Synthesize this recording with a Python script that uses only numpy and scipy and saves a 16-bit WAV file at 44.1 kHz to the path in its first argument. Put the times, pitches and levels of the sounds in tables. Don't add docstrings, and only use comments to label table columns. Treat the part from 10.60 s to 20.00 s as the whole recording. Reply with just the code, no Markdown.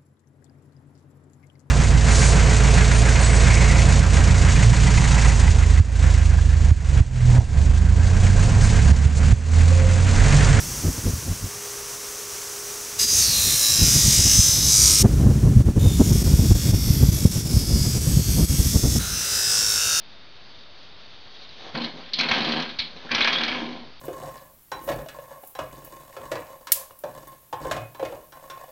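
import sys
import numpy as np
from scipy import signal
from scipy.fft import rfft, irfft, next_fast_len
from scipy.io import wavfile
from scipy.ndimage import uniform_filter1d, map_coordinates

SR = 44100
rng = np.random.default_rng(int(sys.argv[2]) if len(sys.argv) > 2 else 0)


def inscribe(sig):
    pcm = np.round(np.clip(np.atleast_2d(sig).T, -1, 1) * 32767)
    wavfile.write(sys.argv[1], SR, pcm.astype(np.int16))


def level_to_linear(level):
    exponent = np.asarray(level, float) / 20
    return 10 ** exponent


N = 414540


def unit(x):
    return x / np.sqrt(np.mean(x ** 2) + 1e-20)


def clock():
    return np.arange(N) / SR


def along(points, hz):
    f, v = np.transpose(points)
    return np.interp(np.log(hz + 1), np.log(f + 1), v)


def curves(rows, t=None):
    s, *columns = np.transpose(rows)
    t = clock() if t is None else t
    return [np.interp(t, s, column) for column in columns]


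def wobble(rate):
    knots = rng.standard_normal(int(N * rate / SR) + 4)
    return map_coordinates(knots, [np.arange(N) * rate / SR])


def spell(t, start, stop, rise_s, fall_s):
    return np.clip(np.minimum((t - start) / rise_s, (stop - t) / fall_s), 0, 1)


def filtered(x, gain):
    m = next_fast_len(N + 8192)
    return irfft(rfft(x, m) * gain(np.fft.rfftfreq(m, 1 / SR)), m)[..., :N]


def hiss(spectrum):
    return unit(filtered(rng.standard_normal(N), lambda hz: level_to_linear(along(spectrum, hz))))


# start_s, turns_per_s
SHAFT_SPEED = [(2.38, 58), (2.6, 56.5), (2.85, 55.47), (3.6, 53.5), (4.1, 51.7), (4.42, 50.3), (4.45, 58),
               (5.18, 57.6), (5.35, 56.6), (5.6, 55.75), (6.35, 52.7), (6.85, 50.98), (7.35, 49.61),
               (7.85, 48.55), (8.38, 47.7), (8.4, 56.4), (8.6, 55.6), (9.4, 51.9)]


def shaft_turns():
    return np.cumsum(curves(SHAFT_SPEED)[0]) / SR


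# start_s, level_db
IDLE_WHISTLE = [
    (0, -34),
    (.92, -39.5),
    (1.05, -38.5),
    (2.38, -37),
    (4.43, -43),
    (5.19, -49.5),
]
# pitch_hz, level_db (per Hz)
TIP_COLOUR = [(3000, -36), (4500, -13.5), (5900, -1.5), (7300, -8), (9000, -10), (15900, -16)]
# pitch_hz, level_db (per Hz)
RUSH_COLOUR = [(30, -10), (60, -11), (123, -23), (250, -18.5), (430, -12), (730, -17), (1100, -13.5),
               (2000, -16.5), (3500, -18), (8500, -19.5), (15900, -32)]
# pitch_hz, level_db (rms)
MOTOR_TONES = [(120, -57.5), (409, -45.5), (479, -57.5), (522, -70), (1098, -60), (1174, -61)]
# start_s, stop_s, lift_db
STAND_RINGS = [
    (.8, 2.71, 13.5),
    (8.6, 9.7, 5.5),
]


def motor():
    whistle_db, = curves(IDLE_WHISTLE)
    angle = 2 * np.pi * shaft_turns()
    rush_db = -47.5 + 0.44 * (whistle_db + 37)
    air = level_to_linear(whistle_db + 3.0) * hiss(TIP_COLOUR) + level_to_linear(rush_db + 9.0) * hiss(RUSH_COLOUR)
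    beat_db = 0.29 * np.sin(angle) + 0.44 * wobble(18.0)
    t = clock() + 0.00041 * wobble(5)
    tones = sum(level_to_linear(db + 2.0) * np.sin(2 * np.pi * hz * t) for hz, db in MOTOR_TONES)
    rest_db, fade_s = -13, 0.22
    lift_db = sum(db * spell(t, start - fade_s / 2, stop, fade_s, fade_s) for start, stop, db in STAND_RINGS)
    return level_to_linear(beat_db) * air + tones * level_to_linear(rest_db + lift_db + wobble(6.8))


# start_s, level_db
DRAUGHT_LEVEL = [(0, -36.5), (.41, -31.5), (.77, -37), (.95, -52), (1.6, -65), (2.25, -63), (2.5, -40.5),
                 (3.17, -35), (3.24, -27), (4.41, -32), (4.42, -20), (5.8, -20.5), (6.5, -22), (7.3, -24),
                 (8.37, -23), (8.39, -31.5), (8.7, -46), (9.4, -52)]
# time_s, depth_db, length_ms
LULLS = [(.16, 10, 54), (.37, 7, 50), (.63, 9, 80), (.79, 8, 50), (1.08, 10, 130), (3.94, 6, 90),
         (3.02, 18, 106), (5.03, 2, 28), (5.14, 4, 45), (6.02, 7, 72), (6.58, 3.5, 89), (6.74, 3.5, 120),
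         (7.06, 6, 44), (7.41, 4, 67), (7.65, 9.5, 44), (7.87, 7, 27), (8.07, 4.5, 73)]


def buffet_db(t):
    lull_db = sum(db * np.exp(-(2000 * (t - s) / ms) ** 2) for s, db, ms in LULLS)
    return curves(DRAUGHT_LEVEL, t)[0] - lull_db


USUAL_EDDY_MS = 16.6


def lesser_eddies():
    gap_s, lift_db, spread_db, flutter_db = 0.13, 9, 2, -17.5
    luck = rng.standard_normal((80, 3))
    s = 0.1 + np.cumsum(gap_s * np.exp(0.4 * luck[:, 0]))
    db = buffet_db(s) + lift_db + spread_db * luck[:, 1]
    ms = USUAL_EDDY_MS * np.exp(0.34 * luck[:, 2])
    rows = np.transpose([s, db, ms, np.full_like(s, flutter_db)])
    return list(rows[s < N / SR - 0.1])


# crest_s, peak_db, length_ms, flutter_db (relative to the peak)
STRONG_EDDIES = [(.27, -15, 51, -9.5), (.475, -15.5, 51, -11.5), (.712, -17.5, 40, -11.5),
                 (.845, -22, 33, -17.5), (2.884, -25.5, 31, -13), (3.228, -10.5, 25, -16),
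                 (3.483, -12, 13, -17), (3.595, -13.5, 30, -22), (3.795, -6.5, 14, -27),
                 (4.455, -5, 17.5, -13.5), (4.668, -3, 12, -18), (4.872, -11, 14, -15), (4.97, -2, 18, -34),
                 (5.089, -5.5, 7, -15), (5.242, -9, 13, -32), (5.41, -8.5, 19, -9.5),
                 (5.517, 0.5, 10.5, -25), (5.74, -8, 15, -19), (5.915, -3.5, 23, -20),
                 (6.139, -5.5, 25, -18.5), (6.306, -5, 10, -29), (6.434, -3, 9.9, -30), (6.49, -4, 10, -35),
                 (6.655, 0, 6.8, -23.5), (6.973, -8, 17, -23), (7.574, -7, 8.2, -20),
                 (7.8, -12.5, 38, -14.5), (8.16, -13.5, 20, -8.5), (8.253, -14, 22, -14),
                 (8.361, -12.5, 17, -14.5)]
# pitch_hz, level_db (per Hz)
RUMBLE_COLOUR = [(11, -44), (18, -12.5), (58, 6.5), (102, -1.5), (140, -0.5), (400, -27), (520, -48),
                 (880, -120)]
# pitch_hz, level_db (per Hz)
FLUTTER_COLOUR = [(130, -23), (220, 1), (400, -8.5), (584, -17), (1650, -36), (1800, -34), (2340, -65),
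                  (3960, -120)]


def draught():
    grid_s = np.arange(0, N, 32) / SR
    lumps = unit(level_to_linear(0.34 * wobble(12.0) + 2.9 * wobble(30)))
    bed = level_to_linear(np.interp(clock(), grid_s, buffet_db(grid_s)) + 5.0) * lumps
    eddies, crests = np.zeros(N), level_to_linear(-15.5) * bed
    half = 2500
    t = np.arange(-half, half) / SR
    luck = rng.random((110, 2))
    for (s, db, ms, flutter_db), (phase, pitch) in zip(list(STRONG_EDDIES) + lesser_eddies(), luck):
        hz = 104.9 * (USUAL_EDDY_MS / ms) ** 0.17
        hz = hz * (1 + 0.14 * (2 * pitch - 1))
        shape = np.exp(-(t / (0.00053 * ms + 0.00054)) ** 2)
        swing = np.sin(2 * np.pi * (hz * t + phase))
        shove = 0.83 * np.sin(0.9 * np.pi * (hz * t + 3 * phase))
        edge = 0.33 * np.sin(3.6 * np.pi * (hz * t - phase))
        at = slice(round(s * SR) - half, round(s * SR) + half)
        eddies[at] += level_to_linear(db) * shape * (swing + shove + edge)
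        crests[at] += level_to_linear(db + flutter_db - 1.0) * shape ** 0.91
    flutter = crests * level_to_linear(2.8 * wobble(60)) * hiss(FLUTTER_COLOUR)
    return bed * hiss(RUMBLE_COLOUR) + eddies + flutter


# pitch_hz, share (0 to 1)
REPEATING_SHARE = [(500, .4), (1200, .82), (2500, .88), (5000, .86), (12000, .6)]


def wires():
    size = 1024
    turns = shaft_turns()
    shape = (int(turns[-1]) + 2, size)
    keep = np.exp(-1 / 20)

    def worn():
        return unit(signal.lfilter([1], [1, -keep], rng.standard_normal(shape), axis=0))

    def read(rim):
        return unit(map_coordinates(rim.ravel(), [turns * size]))

    def share(hz):
        return np.clip(along(REPEATING_SHARE, hz), 0, 1)

    tufts = level_to_linear(1.6 * unit(uniform_filter1d(worn(), size=40, axis=1, mode="wrap")))
    orders = rfft(worn() * tufts, axis=1) * level_to_linear(1.7 * worn()[:, :size // 2 + 1])
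    same = read(irfft(orders, size, axis=1))
    fresh = read(tufts * rng.standard_normal(shape))
    return filtered(same, lambda hz: np.sqrt(share(hz))) + filtered(fresh, lambda hz: np.sqrt(1 - share(hz)))


# start_s, level_db, pitch_hz (loudest strip mode)
PASSES = [
    [(2.39, -21.5, 6100), (2.54, -17, 5800), (2.81, -23, 5300), (3.12, -20, 5530), (3.46, -18, 5700),
     (3.84, -16, 6070), (4.0, -21.5, 5960), (4.13, -15.5, 6000), (4.43, -18, 5440)],
    [(5.19, -42, 5950), (5.46, -31.5, 5800), (5.9, -32, 5500), (6.6, -33.5, 5870), (7.21, -28.5, 5090),
     (7.52, -33, 6300), (7.68, -30.5, 5700), (8.0, -30, 5780), (8.39, -28, 5650)],
    [(8.39, -32.5, 6260), (8.72, -25, 5840), (8.78, -26, 5400), (8.94, -23, 5330), (9.19, -23, 5600),
     (9.41, -23, 6500)],
]
# pitch_hz, level_db (per Hz)
PASS_COLOURS = [
    [(530, -22), (900, -25.5), (3260, -13.5), (3810, -10), (4610, -10.5), (5020, -7), (6080, -1.5),
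     (7550, -7.5), (14400, -16.5), (15900, -24)],
    [(710, -48), (1200, -18.5), (3070, -12), (3460, -7.5), (3900, -12), (4890, -4.5), (5630, -3.5),
     (9670, -10.5), (11900, -10), (15900, -17.5)],
    [(290, -24.5), (500, -13.5), (973, -22), (1500, -6.5), (2010, -18), (2720, -16), (3280, -14.5),
     (4450, -10), (5220, -2), (15900, -20.5)],
]
# start_s, stop_s, pitch_hz (at start), lift_db
STRIP_MODES = [(2.33, 2.54, 4880, 18.5), (2.6, 2.74, 4540, 16), (2.47, 2.74, 5200, 8), (2.3, 2.4, 2800, 8),
               (2.46, 2.63, 6500, 5), (2.65, 2.97, 4110, 10.5), (2.72, 2.97, 3780, 8.5),
               (3.02, 3.27, 4000, 13), (3.55, 3.85, 2900, 4), (3.16, 3.67, 5050, 8.5),
               (3.85, 4.15, 3880, 7.5), (3.6, 4.4, 5230, 8), (4.15, 4.43, 8600, 8), (5.16, 5.4, 3670, 16.5),
               (5.1, 5.5, 7170, 8.5), (5.4, 6.6, 12200, 5), (6.2, 6.6, 12000, 8), (6, 7.6, 12200, 3),
               (7.6, 8.39, 12200, 9), (5.75, 6.6, 3620, 4.5), (8.2, 8.39, 3450, 2), (6.8, 7.35, 5050, 7),
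               (7.6, 7.88, 4500, 5), (7.7, 8.02, 8100, 5), (7.7, 8.02, 10800, 9.5), (6.5, 8.05, 8720, 3.5),
               (6.1, 7.6, 11000, 2.5), (8.55, 9.5, 2710, 9.5), (9.15, 9.4, 2810, 13.5),
               (8.39, 11, 3910, 9.5)]


def scrape():
    hz, t, strikes = signal.stft(wires(), SR, nperseg=512, noverlap=384)
    hz, speed = hz[:, None], curves(SHAFT_SPEED, t)[0]

    def bump(centre_hz, width_hz):
        return 1 / (1 + (2 * (hz - centre_hz) / width_hz) ** 2)

    mottle = uniform_filter1d(rng.standard_normal(strikes.shape), size=2, axis=0)
    mottle = uniform_filter1d(mottle, size=60, axis=1)
    ring_db = unit(mottle) * np.clip(hz / 3200, 1.2, 2.1)
    for start, stop, mode_hz, lift_db in STRIP_MODES:
        alive = np.clip(np.minimum(t - start, stop - t) / 0.066 + 0.5, 0, 1)
        on = alive > 0
        sunk_hz = mode_hz * (speed[on] / np.interp(start + 0.046, t, speed)) ** 0.74
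        width_hz = 91 + 0.027 * mode_hz
        ring_db[:, on] += lift_db * alive[on] * bump(sunk_hz, width_hz)
    touch_s, end_s = 0.017, 0.0075
    out = np.zeros(N)
    for rows, colour in zip(PASSES, PASS_COLOURS):
        level_db, mode_hz = curves(rows, t)
        swell_db = level_db - np.mean(rows, axis=0)[1]
        gain_db = along(colour, hz) + ring_db + 4 * bump(mode_hz, width_hz=640)
        gain_db = gain_db - 0.98 * swell_db / (1 + (hz / 4300) ** 8)
        gain_db = gain_db - 0.87 * swell_db / (1 + (8500 / (hz + 1)) ** 8)
        power = np.mean(level_to_linear(gain_db[50:93]) ** 2, axis=0)
        rung = signal.istft(strikes * level_to_linear(gain_db) / np.sqrt(power), SR, nperseg=512, noverlap=384)[1][:N]
        contact = spell(clock(), rows[0][0] - touch_s / 2, rows[-1][0], touch_s, end_s)
        tremor_db = 0.68 * wobble(13)
        out += contact * rung * level_to_linear(curves(rows)[0] + 8.5 + tremor_db)
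    return out


# start_s, stop_s, order (cycles per turn), level_db (rms)
BUNCH_TONES = [
    (4.13, 4.43, 25, -46),
    (8.39, 9.5, 28, -42),
    (8.5, 9.5, 49, -50),
    (8.85, 9.5, 25, -46),
    (5.88, 6.13, 30, -56),
    (7.95, 8.39, 40, -55),
]


def bunches():
    t, angle = clock(), 2 * np.pi * shaft_turns()
    out, sway_db, slip = np.zeros(N), 0.87 * wobble(12), 0.4 * wobble(7.1)
    for start, stop, order, db in BUNCH_TONES:
        alive = spell(t, start, stop, 0.022, 0.022)
        out += alive * level_to_linear(db + 3.0) * np.sin(np.round(order) * angle + slip)
    return out * level_to_linear(sway_db)


def scene():
    return np.tile(motor() + draught() + scrape() + bunches(), (2, 1))


def roll_off(x):
    return signal.sosfilt(signal.butter(12, 16270, fs=SR, output="sos"), x)


# time_s, depth_db, length_ms
GAIN_DIPS = [(2.465, 4, 31), (3.517, 1.5, 10), (5.039, 5, 31), (5.138, 3, 49), (5.518, 5, 9.6),
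             (5.635, 6.5, 11), (5.94, 4, 18), (6.126, 4.5, 25), (6.511, 5, 15), (6.694, 4, 36),
             (6.837, 3.5, 44), (6.89, 2.5, 14), (7.047, 2, 41), (7.398, 2.5, 34), (7.871, 4.5, 29),
             (8.393, 0, 32)]


def record(dry):
    grid_s = np.arange(0, N / SR, 0.001)
    duck_db = sum(db * np.exp(-((grid_s - s) / (0.0005 * ms)) ** 4) for s, db, ms in GAIN_DIPS)
    gain = level_to_linear(-1.2 * np.interp(clock(), grid_s, duck_db))
    x = filtered(dry * gain, lambda hz: (hz < 15750) * hz ** 2 / (hz ** 2 + 34 ** 2))
    x = x / (1 + np.abs(x / 0.91) ** 6) ** (1 / 6)
    return roll_off(x)


dry = scene()
out = record(dry)
inscribe(out)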